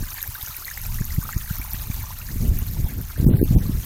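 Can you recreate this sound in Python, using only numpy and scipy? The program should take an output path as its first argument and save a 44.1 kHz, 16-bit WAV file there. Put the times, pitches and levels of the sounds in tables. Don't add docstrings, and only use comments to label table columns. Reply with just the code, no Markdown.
import sys
import numpy as np
from scipy import signal
from scipy.fft import rfft, irfft, next_fast_len
from scipy.io import wavfile
from scipy.ndimage import uniform_filter1d, map_coordinates

SR = 44100
rng = np.random.default_rng(int(sys.argv[2]) if len(sys.argv) > 2 else 0)


def persist_wave(psi):
    counts = np.round(np.clip(psi, -1, 1) * 32767).astype(np.int16)
    wavfile.write(sys.argv[1], SR, np.atleast_2d(counts).T)


def level_to_linear(level):
    exponent = np.asarray(level, float) / 20
    return 10 ** exponent


N = 169785


def unit(x):
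    return x / np.sqrt(np.mean(x ** 2) + 1e-20)


def curve(rows):
    return np.interp(np.arange(N) / SR, *np.transpose(rows))


def wobble(rate):
    knots = rng.standard_normal(int(N * 80 / SR))
    return map_coordinates(knots, [np.arange(N) * min(rate, 70) / SR])


def coloured(x, points):
    size = next_fast_len(N + 8192)
    hz, db = np.transpose(points)
    bins_hz = np.fft.rfftfreq(size, 1 / SR)
    gain = level_to_linear(np.interp(np.log(bins_hz + 1), np.log(hz), db))
    return unit(irfft(rfft(x, size) * gain, size)[:N])


def patchy(depth_db):
    z = signal.stft(rng.standard_normal(N), nperseg=256)[2]
    field = uniform_filter1d(rng.standard_normal(z.shape), size=5, axis=0)
    field = uniform_filter1d(field, size=6, axis=1)
    return unit(signal.istft(z * level_to_linear(depth_db * unit(field)), nperseg=256)[1][:N])


def chirps(s, db, hz, cycles, rise, attack, size):
    columns = np.broadcast_arrays(s, db, hz, cycles, rise)
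    s, db, hz, cycles, rise = (np.asarray(v)[:, None] for v in columns)
    t = np.arange(size) / SR
    age = t * hz / cycles
    envelope = level_to_linear(db - 20 * age) * (1 - np.exp(-age / attack))
    wave = envelope * np.sin(2 * np.pi * hz * t * (1 + rise * np.minimum(age, 2) / 2))
    wave = wave * np.cos(np.pi / 2 * t / t[-1])
    at = np.round(s * SR).astype(int) + np.arange(size)
    return np.bincount(at.ravel(), wave.ravel(), N + size)[:N]


def swarm(count, lo_hz, hi_hz, cycles, spread_db, rise, size):
    when, pitch, big, life = rng.random((count, 4)).T
    hz = lo_hz * (hi_hz / lo_hz) ** pitch
    db = -spread_db * np.log(1 - .96 * big)
    return unit(chirps(when * N / SR, db, hz, cycles * (.4 + life), rise * life, .1, size=size))


def stream():
    # time in seconds, loudness of the stream in dB.
    flow_rows = [
        (0, -37.5),
        (.9, -37),
        (1.7, -38),
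        (2.4, -38.5),
        (3.1, -42.5),
        (3.85, -41),
    ]
    # frequency in Hz, level in dB per Hz.
    gurgle_colour = [(250, -73), (600, -13.5), (1000, -6.5), (1570, -3.5), (2450, -3.5), (3100, -7.5),
                     (4500, -6), (7000, -52)]
    spray_colour = [(2300, -18), (3700, -13), (6600, -3), (7700, -7.5), (10800, -5), (12700, 0), (15000, 1),
                    (16200, -14)]
    flow_db = curve(flow_rows)
    mean_db = flow_db.mean()
    swing_db = flow_db - mean_db
    splash_db = 0.88 * wobble(12) + 1.43 * wobble(35.42)

    bubbles = swarm(count=1300, lo_hz=764.6, hi_hz=4690, cycles=18.0, spread_db=3.5, rise=0.21, size=800)
    bubbles_db = 2.6 * swing_db + 2.2 * wobble(6.8)
    gurgle = 0.8 * patchy(4.5) + .24 * level_to_linear(bubbles_db) * bubbles
    gurgle_db = mean_db - 9 + 0.11 * swing_db + 0.73 * splash_db

    fizz = swarm(count=1500, lo_hz=3500, hi_hz=11150, cycles=12.7, spread_db=3.5, rise=0.059, size=300)
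    ticks = swarm(count=3000, lo_hz=11000, hi_hz=15500, cycles=5.5, spread_db=4.5, rise=0, size=80)
    spray = 0.73 * patchy(2.2) + 0.37 * level_to_linear(0.67 * wobble(6.74)) * fizz + 0.34 * ticks
    spray_db = flow_db - 0.5 + splash_db
    return level_to_linear(gurgle_db) * coloured(gurgle, gurgle_colour) + level_to_linear(spray_db) * coloured(spray, spray_colour)


def large_bubbles():
    # start in seconds, peak in dB, pitch in Hz, life in cycles, share of pitch gained.
    bubble_rows = [(0.182, -28.5, 1790, 17, 0.26), (0.238, -29, 1690, 18, 0.37),
                   (0.352, -28.5, 1600, 18, 0.22), (0.379, -36, 1240, 21, 0.32),
                   (0.445, -39, 1350, 13, 0.48), (0.473, -33, 1510, 17, 0.28), (0.509, -36, 1326, 19, 0.24),
                   (0.545, -28, 2480, 11, 0.28), (0.622, -34, 1370, 16, 0.24), (0.68, -26, 1990, 31, 0.37),
                   (0.712, -26.5, 1780, 17, 0.24), (0.775, -21.5, 2040, 6.3, 0.25),
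                   (0.986, -29.5, 1900, 16, 0.31), (1.227, -32, 1140, 16, 0.32),
                   (1.252, -30.5, 1270, 16, 0.35), (1.291, -20.5, 1300, 7.4, 0.22),
                   (1.332, -27.5, 1790, 16, 0.3), (1.5, -32, 1488, 25, 0.41),
                   (1.615, -29.5, 2340, 29, 0.32), (1.647, -32, 984, 13, 0.32),
                   (1.746, -35.5, 1800, 19, 0.25), (2.039, -30.5, 1036, 10, 0.21),
                   (2.105, -30, 985, 15, 0.34), (2.289, -31, 1860, 13, 0.14)]
    s, db, hz, cycles, rise = np.transpose(bubble_rows)
    return chirps(s, db + 0.12, .92 * hz, np.clip(cycles, 2, 40), rise, 0.029, size=2200)


def small_bubbles():
    # start in seconds, peak in dB, pitch in Hz.
    plink_rows = [(0.2071, -26.5, 3500), (0.413, -24.5, 3500), (0.4632, -20, 5970), (0.647, -26, 3980),
                  (0.667, -30, 2130), (0.8524, -31, 2350), (1.044, -22.5, 6300), (1.3264, -30, 1850),
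                  (1.7442, -32, 1790), (1.9136, -29, 2250), (2.066, -34, 1070), (2.2019, -36, 1290),
                  (2.2155, -28.5, 2550)]
    drip_rows = [(0.036, -28.5, 1560), (0.224, -30, 1770), (0.414, -34, 2130), (0.923, -44, 1190),
                 (0.962, -38, 1710), (1.02, -28, 1670), (1.105, -28, 1980), (1.163, -31, 2000),
                 (1.38, -35, 1306), (1.459, -32, 1900), (1.476, -31, 1640), (1.568, -33, 2140),
                 (1.586, -33.5, 1300), (1.676, -36, 814), (1.717, -37, 931), (1.87, -36, 1230),
                 (2.571, -37.5, 1860), (2.621, -35, 1110), (2.766, -33, 930), (2.863, -32.5, 833.7),
                 (3.107, -34.5, 1350), (3.16, -31, 1670), (3.335, -33, 1510), (3.656, -34, 1136)]
    fizz_rows = [(0.0851, -29, 6950), (0.2296, -24.5, 6540), (0.3552, -30, 3780), (0.7012, -23, 6570),
                 (0.7387, -29, 5370), (0.8613, -30, 5320), (0.9182, -35, 4870), (0.945, -24.5, 5950),
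                 (1.011, -25, 6780), (1.1237, -23, 6130), (1.3264, -21, 7370), (1.3785, -20.5, 6650),
                 (1.5573, -24, 6300), (1.7435, -24, 5030), (2.0577, -27, 6000), (2.267, -33, 4800),
                 (2.6178, -33, 2890), (2.7341, -31, 6830), (3.478, -31, 3560), (3.665, -33, 4300),
                 (3.832, -32, 3240)]
    s, db, hz = np.transpose(plink_rows)
    plinks = chirps(s, db + 1.5, hz, 12.4, .15, .07, size=700)
    s, db, hz = np.transpose(drip_rows)
    drips = chirps(s, db - 3.5, .93 * hz, 13.4, 0.233, 0.035, size=1800)
    s, db, hz = np.transpose(fizz_rows)
    return plinks + drips + chirps(s, db - 1.5, 0.953 * hz, 18, 0.11, 0.045, size=700)


def film_snaps():
    # time in seconds, peak in dB.
    snap_rows = [(0.1306, -20), (0.1416, -18), (0.2164, -17), (0.2269, -10), (0.2753, -17), (0.3481, -20),
                 (0.4085, -21), (0.4269, -16), (0.4823, -19), (0.5646, -17), (0.6539, -18), (0.7148, -21),
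                 (0.7766, -19), (0.8145, -19), (0.8644, -17), (0.9423, -19), (1.0515, -17), (1.1463, -20),
                 (1.2366, -19), (1.2815, -22), (1.3079, -23), (1.3853, -22), (1.5544, -18), (1.5838, -17),
                 (1.6142, -22), (1.6402, -21), (1.7075, -19), (1.733, -12), (1.8193, -20), (1.8711, -23),
                 (1.9425, -20), (2.0283, -23), (2.1864, -22), (2.4778, -23), (2.5731, -26), (2.5875, -13),
                 (2.6658, -22), (2.7112, -22), (2.7352, -23), (2.8848, -22), (2.9362, -25), (2.9667, -29),
                 (2.9806, -23), (3.0135, -21), (3.3702, -24), (3.4151, -23), (3.4376, -17), (3.6805, -25)]
    s, db = np.transpose(snap_rows)
    hz = 12860 * (1 + 0.035 * rng.standard_normal(len(s)))
    return chirps(s + 0.0012, db + 8.5, hz, 9, 0, .16, size=160)


def drops():
    direct = large_bubbles() + small_bubbles() + film_snaps()
    t60_s = 0.071
    tail = rng.standard_normal(2048) * level_to_linear(-60 * np.arange(2048) / SR / t60_s)
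    return direct + level_to_linear(-7.5) * signal.fftconvolve(direct, tail / np.linalg.norm(tail))[:N]


def eddies(rag):
    # time in seconds, peak in dB, pitch in Hz.
    eddy_rows = [(0.006, -23.5, 65), (0.292, -19, 74), (0.435, -28, 75.6), (0.498, -26.5, 80.4),
                 (1.012, -9.5, 139), (1.186, -7, 100), (1.366, -10, 74.6), (1.512, -14, 119),
                 (1.598, -17.5, 81.5), (1.742, -16, 73), (1.902, -15, 90), (2.368, -15, 69.6),
                 (2.409, -18, 118), (2.514, -10.5, 97), (2.623, -12, 79), (2.794, -13, 75),
                 (2.846, -9, 70.6), (3.203, -5.5, 111), (3.268, 1.5, 183), (3.313, -5, 202),
                 (3.355, -18, 103), (3.43, -2.5, 271), (3.511, -6, 142), (3.565, -3, 89.5),
                 (3.659, -14.5, 94), (3.696, -12, 209), (3.75, -13, 149),
                 (0.027, -25.5, 240),
        (1.05, -28, 180),
        (2.36, -22.5, 230),
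        (3.231, -9, 190),
        (3.291, -9, 264),
        (3.416, -6.5, 315),
        (3.582, -13, 108),
        (1.012, -30, 390),
        (3.245, -16.5, 300),
        (3.18, -28, 450),
    ]
    s, db, hz = np.transpose(np.array(eddy_rows))[:, :, None]
    at = np.round(s * SR).astype(int) + np.arange(-2048, 2048)
    at = np.clip(at, 0, N - 1)
    turns = (at / SR - s) * hz
    width = 0.85 / 2 * (hz / 100) ** 0.25
    pulse = np.cos(2 * np.pi * (turns + rng.random(s.shape))) + level_to_linear(-16.5) * rag[at]
    pulse = level_to_linear(db - 1.5) * np.exp(-(turns / width) ** 2) * pulse * (at > 0)
    return np.bincount(at.ravel(), pulse.ravel(), N)


def wind():
    # time in seconds, wind strength in dB.
    gust_rows = [(0, -26), (.14, -47.5), (.7, -47.5), (.86, -31.5), (1.15, -30), (1.45, -34.5),
                 (1.7, -36.5), (1.9, -32), (2.12, -37.5), (2.42, -24.5), (2.7, -30), (2.83, -25.5),
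                 (3.12, -31.5), (3.29, -19.5), (3.46, -22.5), (3.55, -22.5), (3.63, -25), (3.85, -27.5)]
    # frequency in Hz, level in dB per Hz.
    rumble_colour = [(8, -46), (20, 1), (80, -3.5), (120, -11), (250, -31), (500, -88)]
    flutter_colour = [(50, -37), (100, 4.5), (180, 1), (330, -12), (750, -30.5), (1400, -50)]
    strength_db = curve(gust_rows)
    mean_db = strength_db.mean()
    lumps_db = 2.2 * wobble(13)
    rumble = coloured(rng.standard_normal(N), rumble_colour)
    rumble = unit(level_to_linear(lumps_db + 1.9 * wobble(5.13)) * rumble)
    rag = coloured(rng.standard_normal(N), flutter_colour)
    flutter = unit(level_to_linear(1.2 * lumps_db + 3.5 * wobble(35)) * rag)
    flutter_db = mean_db - 14.5 + 2.43 * (strength_db - mean_db)
    return level_to_linear(strength_db + 3) * rumble + level_to_linear(flutter_db) * flutter + eddies(rag)


def open_field():
    # frequency in Hz, level in dB per Hz.
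    air_colour = [(200, 1.5), (500, -1.5), (900, 4), (1500, -6), (3000, -9.5), (6000, -31)]
    slosh_s, slosh_width_s = 1.88, .2
    slosh = np.exp(-((np.arange(N) / SR - slosh_s) / slosh_width_s) ** 2)
    return level_to_linear(-56 + 7 * slosh) * coloured(patchy(5.0), air_colour)


def scene():
    return (stream() + drops() + wind() + open_field())[None]


def band_limit(x):
    return signal.sosfilt(signal.butter(12, 16850, fs=SR, output="sos"), x)


def record(dry):
    # start in seconds, length in seconds, lowest Hz, highest Hz, share of patches lost.
    dropout_rows = [(1.586, .018, 7000, 11000, .7), (1.733, .015, 3500, 10500, .5),
                    (2.842, .018, 2500, 8000, .6), (3.165, .045, 4400, 9000, .6),
                    (3.248, .018, 1000, 11200, .95), (3.266, .034, 1000, 7500, .72),
                    (3.298, .052, 4300, 10500, .95), (3.35, .035, 5000, 8200, .6),
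                    (3.375, .08, 1000, 2400, .85), (3.385, .07, 2400, 9000, .62),
                    (3.424, .012, 1000, 9000, .9), (1.35, .04, 2800, 3500, .8),
                    (1.692, .016, 3000, 11000, .4), (3.55, .032, 1200, 10300, .85),
                    (3.58, .028, 5000, 9000, .7)]
    top_hz = 15950
    hz, t, z = signal.stft(dry, SR, nperseg=512, noverlap=384)
    for s, length, lo, hi, share in dropout_rows:
        patches = rng.random((43, len(t) // 8 + 1)) < share
        lost = np.kron(patches, np.ones((6, 8), bool))[:len(hz), :len(t)]
        in_band = ((hz > lo) & (hz < hi))[:, None]
        z[:, lost & in_band & (t > s) & (t < s + length)] = 0
    mix = signal.istft(z * (hz < top_hz)[:, None], SR, nperseg=512, noverlap=384)[1][:, :N]
    return band_limit(mix)


dry = scene()
out = record(dry)
persist_wave(out)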